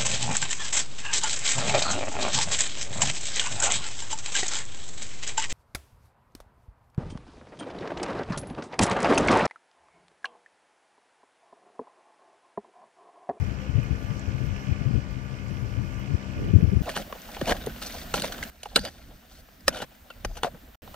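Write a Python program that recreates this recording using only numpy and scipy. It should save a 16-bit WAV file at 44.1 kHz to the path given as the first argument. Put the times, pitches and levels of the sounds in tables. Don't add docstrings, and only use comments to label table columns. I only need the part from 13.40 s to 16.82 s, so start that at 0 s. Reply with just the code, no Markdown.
import sys
import numpy as np
from scipy import signal
from scipy.fft import rfft, irfft
from scipy.io import wavfile
from scipy.ndimage import uniform_filter1d

SR = 44100
rng = np.random.default_rng(int(sys.argv[2]) if len(sys.argv) > 2 else 0)


def dump(signal):
    limited = np.clip(np.atleast_2d(signal).T, -1, 1)
    pcm = np.round(limited * 32767).astype(np.int16)
    wavfile.write(sys.argv[1], SR, pcm)


def convert_level_to_amplitude(level_db):
    exponent = np.asarray(level_db, float) / 20
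    return 10 ** exponent


N = 150822

# time in seconds, pitch of the 18th firing order in Hz.
ENGINE_SPEED = [(0, 1180.5), (1.2, 1180), (2.2, 1178), (3.42, 1179)]
# multiple of the firing rate, left level in dB, right level in dB.
FIRING_TONES = [(1, -48, -55), (2, -48, -60), (3, -42.5, -58), (4, -48.5, -57.5), (5, -56, -59.5),
                (7, -63, -63), (8, -63, -67), (9, -66, -63), (18, -57.5, -73), (19, -74, -73),
                (21, -76, -75), (22, -59, -75), (23, -61.5, -76)]
# multiple of the firing rate, left level in dB, right level in dB.
GEAR_TONES = [(3.5, -62, -67), (6.26, -68, -64), (16.25, -75, -72), (21.75, -70, -80), (23.75, -77, -73),
              (26.14, -76, -68), (27.26, -80, -73), (28.26, -80, -70), (35.05, -78, -72), (41.13, -84, -72)]
# pitch in Hz, left dB per Hz, right dB per Hz.
EXHAUST_ROAR = [(25, -76, -86), (60, -58, -72), (120, -56, -66), (160, -58, -73), (380, -69, -69),
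                (620, -68.5, -71), (850, -75, -78), (2500, -130, -130)]
# pitch in Hz, left dB per Hz, right dB per Hz.
CLATTER = [(388, -100, -100), (993, -69.5, -72.5), (1500, -73.5, -74.5), (2400, -83.5, -77),
           (3136, -84, -78), (4170, -100, -91.5), (5900, -105, -105), (9000, -150, -150)]
# pitch in Hz, width in Hz, left boost in dB, right boost in dB.
CASING_RINGS = [(1060, 140, -4, -4), (1190, 70, 3, 3), (1320, 100, -2, -1), (1690, 110, 3, 5),
                (1920, 110, -1, -3), (2100, 200, 2, 6), (2230, 80, 1, 3), (2460, 150, 8, 6),
                (2560, 60, 3, 3), (2950, 130, 7, 4)]
# time in seconds, extra force in dB.
HARD_KNOCKS = [(.098, 4), (.219, 4), (.386, 4), (.706, 6), (1.163, 4), (1.179, 5), (1.271, 4), (1.315, 5),
               (1.332, 6), (1.423, 5), (1.789, 4), (2.293, 3), (2.705, 3), (2.797, 4), (3.041, 5),
               (3.209, 4)]
# pitch in Hz, left dB per Hz, right dB per Hz.
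WAKE_HISS = [(2430, -105, -105), (4300, -85.5, -86), (5000, -93, -82), (5850, -90.5, -82),
             (6480, -94.5, -87), (7430, -89.5, -90.5), (8750, -101, -105), (12000, -135, -140)]
# pitch in Hz, left dB per Hz, right dB per Hz.
SPRAY_FIZZ = [(6000, -120, -125), (8600, -102, -108), (10600, -100, -109), (11500, -98.5, -112),
              (13600, -97.5, -111), (16600, -101, -123), (15400, -150, -160)]
# time in seconds, level in dB.
SPRAY_STRENGTH = [(0, -77), (.25, -81.5), (.45, -79.5), (.68, -74.5), (.9, -80.5), (1.07, -75.5),
                  (1.35, -82), (1.9, -78), (2.2, -75), (2.58, -77), (2.85, -81.5), (3.0, -75.5),
                  (3.15, -78.5), (3.25, -74), (3.42, -73)]
# time in seconds, peak level in dB, pitch in Hz.
DROPS = [(.046, -66, 10500), (.439, -57, 12500), (0.796, -43, 6750), (1.064, -61, 12100),
         (1.711, -57, 14800), (1.727, -61, 11800), (2.084, -53, 6760), (2.139, -61, 12400),
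         (2.598, -52, 14500), (2.976, -61, 13000), (3.047, -65, 10500), (3.081, -60, 12200),
         (3.203, -59, 11500), (3.406, -62, 12000)]
# pitch in Hz, left minus right in dB.
DROP_SIDE = [(2300, -8), (6000, -4), (7200, 8), (11000, 16)]
# middle in seconds, half length in seconds, pitch in Hz, level in dB.
GURGLE = (.25, .035, 520, -36.5)
# pitch in Hz, dB per Hz.
WIND_THUMP = [(20, -46), (45, 5), (75, 7), (135, 6), (190, -13), (300, -22.5), (500, -70), (900, -96)]
# pitch in Hz, left dB per Hz, right dB per Hz.
WIND_EDGE = [(60, -25, -20), (150, -8, -6), (220, 0, 0), (330, -6, -2), (450, -11, -4), (580, -22, -10),
             (750, -36, -32), (1200, -60, -60)]
# time in seconds, level in dB.
BREEZE = [(0, -16), (.15, -25.5), (.26, -25.5), (.44, -23.5), (.58, -26.5), (.8, -27.5), (1.1, -19.5),
          (1.25, -28.5), (1.45, -23), (1.62, -24.5), (1.75, -23), (2.1, -24), (2.35, -21), (2.55, -25),
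          (2.82, -31), (3.0, -22.5), (3.2, -15), (3.42, -14)]
# middle in seconds, length in seconds, level in dB, pitch of the swing in Hz.
LEFT_GUSTS = [(.024, 0.01, -12.5, 111), (.085, 0.014, -12, 97), (.125, 0.028, -14.5, 119),
              (3.415, 0.013, -8, 140.5), (.298, 0.0091, -9, 124), (.345, 0.022, -15.5, 74),
              (.365, 0.023, -4.5, 100.5), (.388, 0.021, -6, 122), (.51, 0.0066, -7.5, 157),
              (.527, .022, -9, 69), (.552, 0.014, -13, 75), (.623, 0.0073, -13, 122),
              (.648, .02, -17.5, 85.5), (.708, 0.034, -14.5, 139), (.77, 0.0064, -13.5, 119),
              (.89, 0.022, -11.5, 104), (.954, 0.012, -12, 101), (1.022, 0.022, -10, 108),
              (1.05, 0.017, -14.5, 123), (1.278, .01, -14, 149), (1.298, 0.017, -9.5, 146),
              (1.321, 0.016, -5.5, 81), (1.415, 0.01, -10, 113), (1.465, 0.02, -9, 114),
              (1.482, 0.023, -12.5, 139), (1.51, 0.0074, -9, 207), (1.549, 0.021, -3.5, 124),
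              (1.563, 0.014, -4, 84), (1.583, 0.02, -8.5, 129), (1.775, 0.029, -16.5, 139),
              (1.935, 0.022, -13.5, 125), (2.115, 0.023, -17.5, 168), (2.24, 0.035, -15, 121),
              (2.278, 0.01, -13, 87), (2.352, 0.006, -21, 90), (2.385, 0.022, -10.5, 97),
              (2.415, 0.02, -9, 100), (2.442, 0.018, -18, 173), (2.712, 0.041, -10, 130),
              (2.749, 0.016, -5.5, 73), (2.9, 0.007, -19, 150), (3.11, 0.0064, -6.5, 120),
              (3.139, 0.0073, 0.5, 178), (3.16, .018, 3, 93), (3.187, 0.012, -8, 172),
              (3.231, 0.0095, 0.5, 162), (3.249, 0.015, 1.5, 78.5), (3.285, 0.029, -7.5, 108),
              (3.332, 0.021, -7.5, 195.4), (3.37, 0.017, -2, 81)]
# middle in seconds, length in seconds, level in dB, pitch of the swing in Hz.
RIGHT_GUSTS = [(.53, .06, -40, 65), (.6, .04, -44, 130), (1.19, .08, -38, 95), (2.18, .03, -40, 50),
               (2.26, .09, -35, 90), (2.985, .04, -23, 80), (3.03, .045, -21, 115), (3.065, .03, -27, 190),
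               (3.082, .03, -27, 340), (3.145, .07, -28, 110), (3.203, .018, -22, 210),
               (3.21, .03, -29, 400), (3.295, .04, -33, 260), (3.33, .025, -26, 480), (3.34, .05, -30, 80)]
# start in seconds, depth of the drop in dB.
GAIN_DROPS = [
    (.39, -0.84),
    (1.59, 1.5),
    (3.16, 1.5),
]

LAG_S = .00036


def curve(points):
    times, values = np.transpose(points)
    return np.interp(np.arange(N) / SR, times, values)


def evened(x):
    return x / np.sqrt(np.mean(x ** 2) + 1e-20)


def colour(x, table, col=1):
    p = np.array(table)
    hz = np.fft.rfftfreq(N, 1 / SR)
    db = np.interp(np.log(hz + 1), np.log(p[:, 0] + 1), p[:, col])
    return irfft(rfft(x) * convert_level_to_amplitude(db) * np.sqrt(SR / 2), N)


def slow(rate_hz):
    t = np.arange(N // 64 + 2) * 64 / SR
    f = np.geomspace(rate_hz / 15, rate_hz, num=24)[:, None]
    waves = np.sin(2 * np.pi * (f * t + rng.random((24, 1)))) / np.sqrt(f)
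    return np.interp(np.arange(N) / SR, t, evened(waves.sum(0)))


def ports(a, b, same):
    left = same * a + np.sqrt(1 - same ** 2) * b
    return left, np.roll(a, round(LAG_S * SR))


def patchy(x, patch_db, flicker_db):
    z = signal.stft(x, nperseg=256)[2]
    p = rng.standard_normal(z.shape[::-1]).T
    patches = evened(uniform_filter1d(uniform_filter1d(p, size=7, axis=0), size=18, axis=1))
    flicker = evened(p.mean(0))
    return signal.istft(z * convert_level_to_amplitude(patch_db * patches + flicker_db * flicker), nperseg=256)[1][:N]


def engine_tones(firings):
    out = np.zeros((2, N))
    firing_hz = firings[-1] * SR / N
    for k, left_db, right_db in FIRING_TONES + GEAR_TONES:
        wander = .045 * (1 + k / 30) * slow(15.0)
        phase = 2 * np.pi * (k * firings + rng.random() + wander)
        lag = 2 * np.pi * k * LAG_S * firing_hz * (k > 10 and k % 1 == 0)
        level = convert_level_to_amplitude(9.7 + 1.7 * slow(50) + [[left_db], [right_db]])
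        out += level * np.sqrt(2) * np.sin([phase, phase - lag])
    return out


def firing_bursts(firings):
    turns = firings + 1 - .2
    force_db = 1.5 * rng.standard_normal(N // 400)
    for s, extra_db in HARD_KNOCKS:
        force_db[int(turns[round((s + .002) * SR)])] = extra_db
    cycle_db = 1.0 * np.cos(np.pi * np.floor(turns) / 3)
    force = convert_level_to_amplitude(force_db)[turns.astype(int)] * convert_level_to_amplitude(cycle_db)
    burst = evened(np.exp(-(turns % 1) / .35))
    share = .42
    return evened(1 - share + share * force * burst)


def engine():
    firings = np.cumsum(curve(ENGINE_SPEED) / 18) / SR
    out = engine_tones(firings)
    gate = firing_bursts(firings)
    a, b, c, d = rng.standard_normal((N, 4)).T
    hz = np.fft.rfftfreq(N, 1 / SR)
    upper = 1 / (1 + (1800 / (hz + 1)) ** 8)

    def knocking(noise):
        return irfft(np.sqrt(upper) * rfft(noise * gate) + np.sqrt(1 - upper) * rfft(noise[::-1]), N)

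    knocks = ports(patchy(knocking(a), 1.1, 0.5), patchy(knocking(b), 1.1, 1.0), .6)
    roars = 0.47 * c + 0.92 * d, c
    for ch in (0, 1):
        ring_db = 0
        for row in CASING_RINGS:
            ring_db = ring_db + row[2 + ch] / (1 + (2 * (hz - row[0]) / row[1]) ** 2)
        clatter = colour(knocks[ch], CLATTER, col=1 + ch)
        out[ch] += irfft(rfft(clatter) * convert_level_to_amplitude(ring_db), N)
        out[ch] += colour(roars[ch], EXHAUST_ROAR, col=1 + ch)
    return out


def foam():
    a, b, c, d = rng.standard_normal((N, 4)).T
    tick_size = convert_level_to_amplitude(6.4 * np.minimum(rng.exponential(1, (N, 2)), 4).T)
    ticks = tick_size * (rng.random((N, 2)).T < 600 / SR)
    hiss = ports(patchy(a + 0.22 * evened(ticks[0]), 1.3, 0.93), patchy(b, 1.3, 0.55), 0.17)
    fizz = patchy(c + 0.35 * evened(ticks[1]), 2.2, 0.79), patchy(d, 1.5, 1.2)
    spray_db = curve(SPRAY_STRENGTH)
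    spray = convert_level_to_amplitude(spray_db - np.mean(spray_db))
    out = np.zeros((2, N))
    for ch in (0, 1):
        out[ch] = colour(hiss[ch], WAKE_HISS, col=1 + ch)
        out[ch] += spray * colour(fizz[ch], SPRAY_FIZZ, col=1 + ch)
    return out * convert_level_to_amplitude(0.42 * slow(80.0))


def add_drops(out):
    t = np.arange(300) / SR
    for s, peak_db, pitch_hz in DROPS:
        side_db = np.interp(pitch_hz, *np.transpose(DROP_SIDE))
        cycles = pitch_hz * t
        swell = cycles * np.exp(1 - cycles / 2.3) / 0.51
        drop = swell * np.sin(2 * np.pi * cycles * (1 + 60 * t))
        at = round((s - .0005) * SR)
        out[:, at:at + 300] += convert_level_to_amplitude(peak_db + np.array([[.5], [-.5]]) * side_db) * drop


def gurgle():
    s, half_s, pitch_hz, db = GURGLE
    t = np.arange(N) / SR - s
    return convert_level_to_amplitude(db) * np.exp(-(t / half_s) ** 2) * np.sin(2 * np.pi * pitch_hz * t)


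def wake():
    out = foam()
    add_drops(out)
    return out + gurgle()


def eddies(table, steady_s, col=1):
    x = colour(rng.standard_normal(N), table, col=col)
    n = round(steady_s * SR)
    power = uniform_filter1d(uniform_filter1d(x ** 2, n), n)
    return evened(x / np.sqrt(power + 0.37 * np.mean(x ** 2)))


def buffet(gusts, breeze, edge_db, port):
    t = np.arange(N) / SR
    thump_power = breeze ** 2
    edge_power = (breeze * convert_level_to_amplitude(-59)) ** 2
    swing = 0
    drift = np.cumsum(np.exp(.1 * slow(60.0))) / SR
    signs = rng.choice([-1, 1], size=len(gusts))
    for (s, length_s, db, pitch_hz), sign in zip(gusts, signs):
        shape = convert_level_to_amplitude(db) * np.exp(-abs(2 * (t - s) / length_s) ** 2.64 / 2)
        phase = 2 * np.pi * pitch_hz * (drift - drift[round(s * SR)])
        swing = swing + sign * shape * (np.cos(phase) + 0.14 * np.sin(2 * phase))
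        thump_power = thump_power + (shape * convert_level_to_amplitude(-10)) ** 2
        edge_power = edge_power + (shape * convert_level_to_amplitude(edge_db)) ** 2
    thump = np.sqrt(thump_power) * eddies(WIND_THUMP, 0.013)
    edge = np.sqrt(edge_power) * eddies(WIND_EDGE, 0.021, col=1 + port)
    return swing + thump + edge


def wind():
    left_breeze = convert_level_to_amplitude(curve(BREEZE) + 2 * slow(30.0))
    right_breeze = convert_level_to_amplitude(-56 + 4.0 * slow(15.0))
    left = buffet(LEFT_GUSTS, left_breeze, -18.5, port=0)
    right = buffet(RIGHT_GUSTS, right_breeze, -4, port=1)
    return np.array([left, right + convert_level_to_amplitude(-50) * left])


def scene():
    return engine() + wake() + wind()


def roll_off(x):
    return signal.sosfilt(signal.butter(12, 16010, fs=SR, output="sos"), x)


def record(dry):
    t = np.arange(N) / SR
    duck_db = 7.0
    for s, depth_db in GAIN_DROPS:
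        fall = np.clip((t - s) / 0.074, 0, 1)
        recovery = np.clip(1 - ((t - s) / 1.22) ** 2, 0, 1)
        duck_db = duck_db + depth_db * fall * recovery
    held = np.pad(dry, [(0, 0), (400, 400)], "reflect")
    treble_cut = signal.firwin(801, 15765, fs=SR)[None]
    mix = signal.oaconvolve(held, treble_cut, "valid") / convert_level_to_amplitude(duck_db)
    return roll_off(mix)


dry = scene()
out = record(dry)
dump(out)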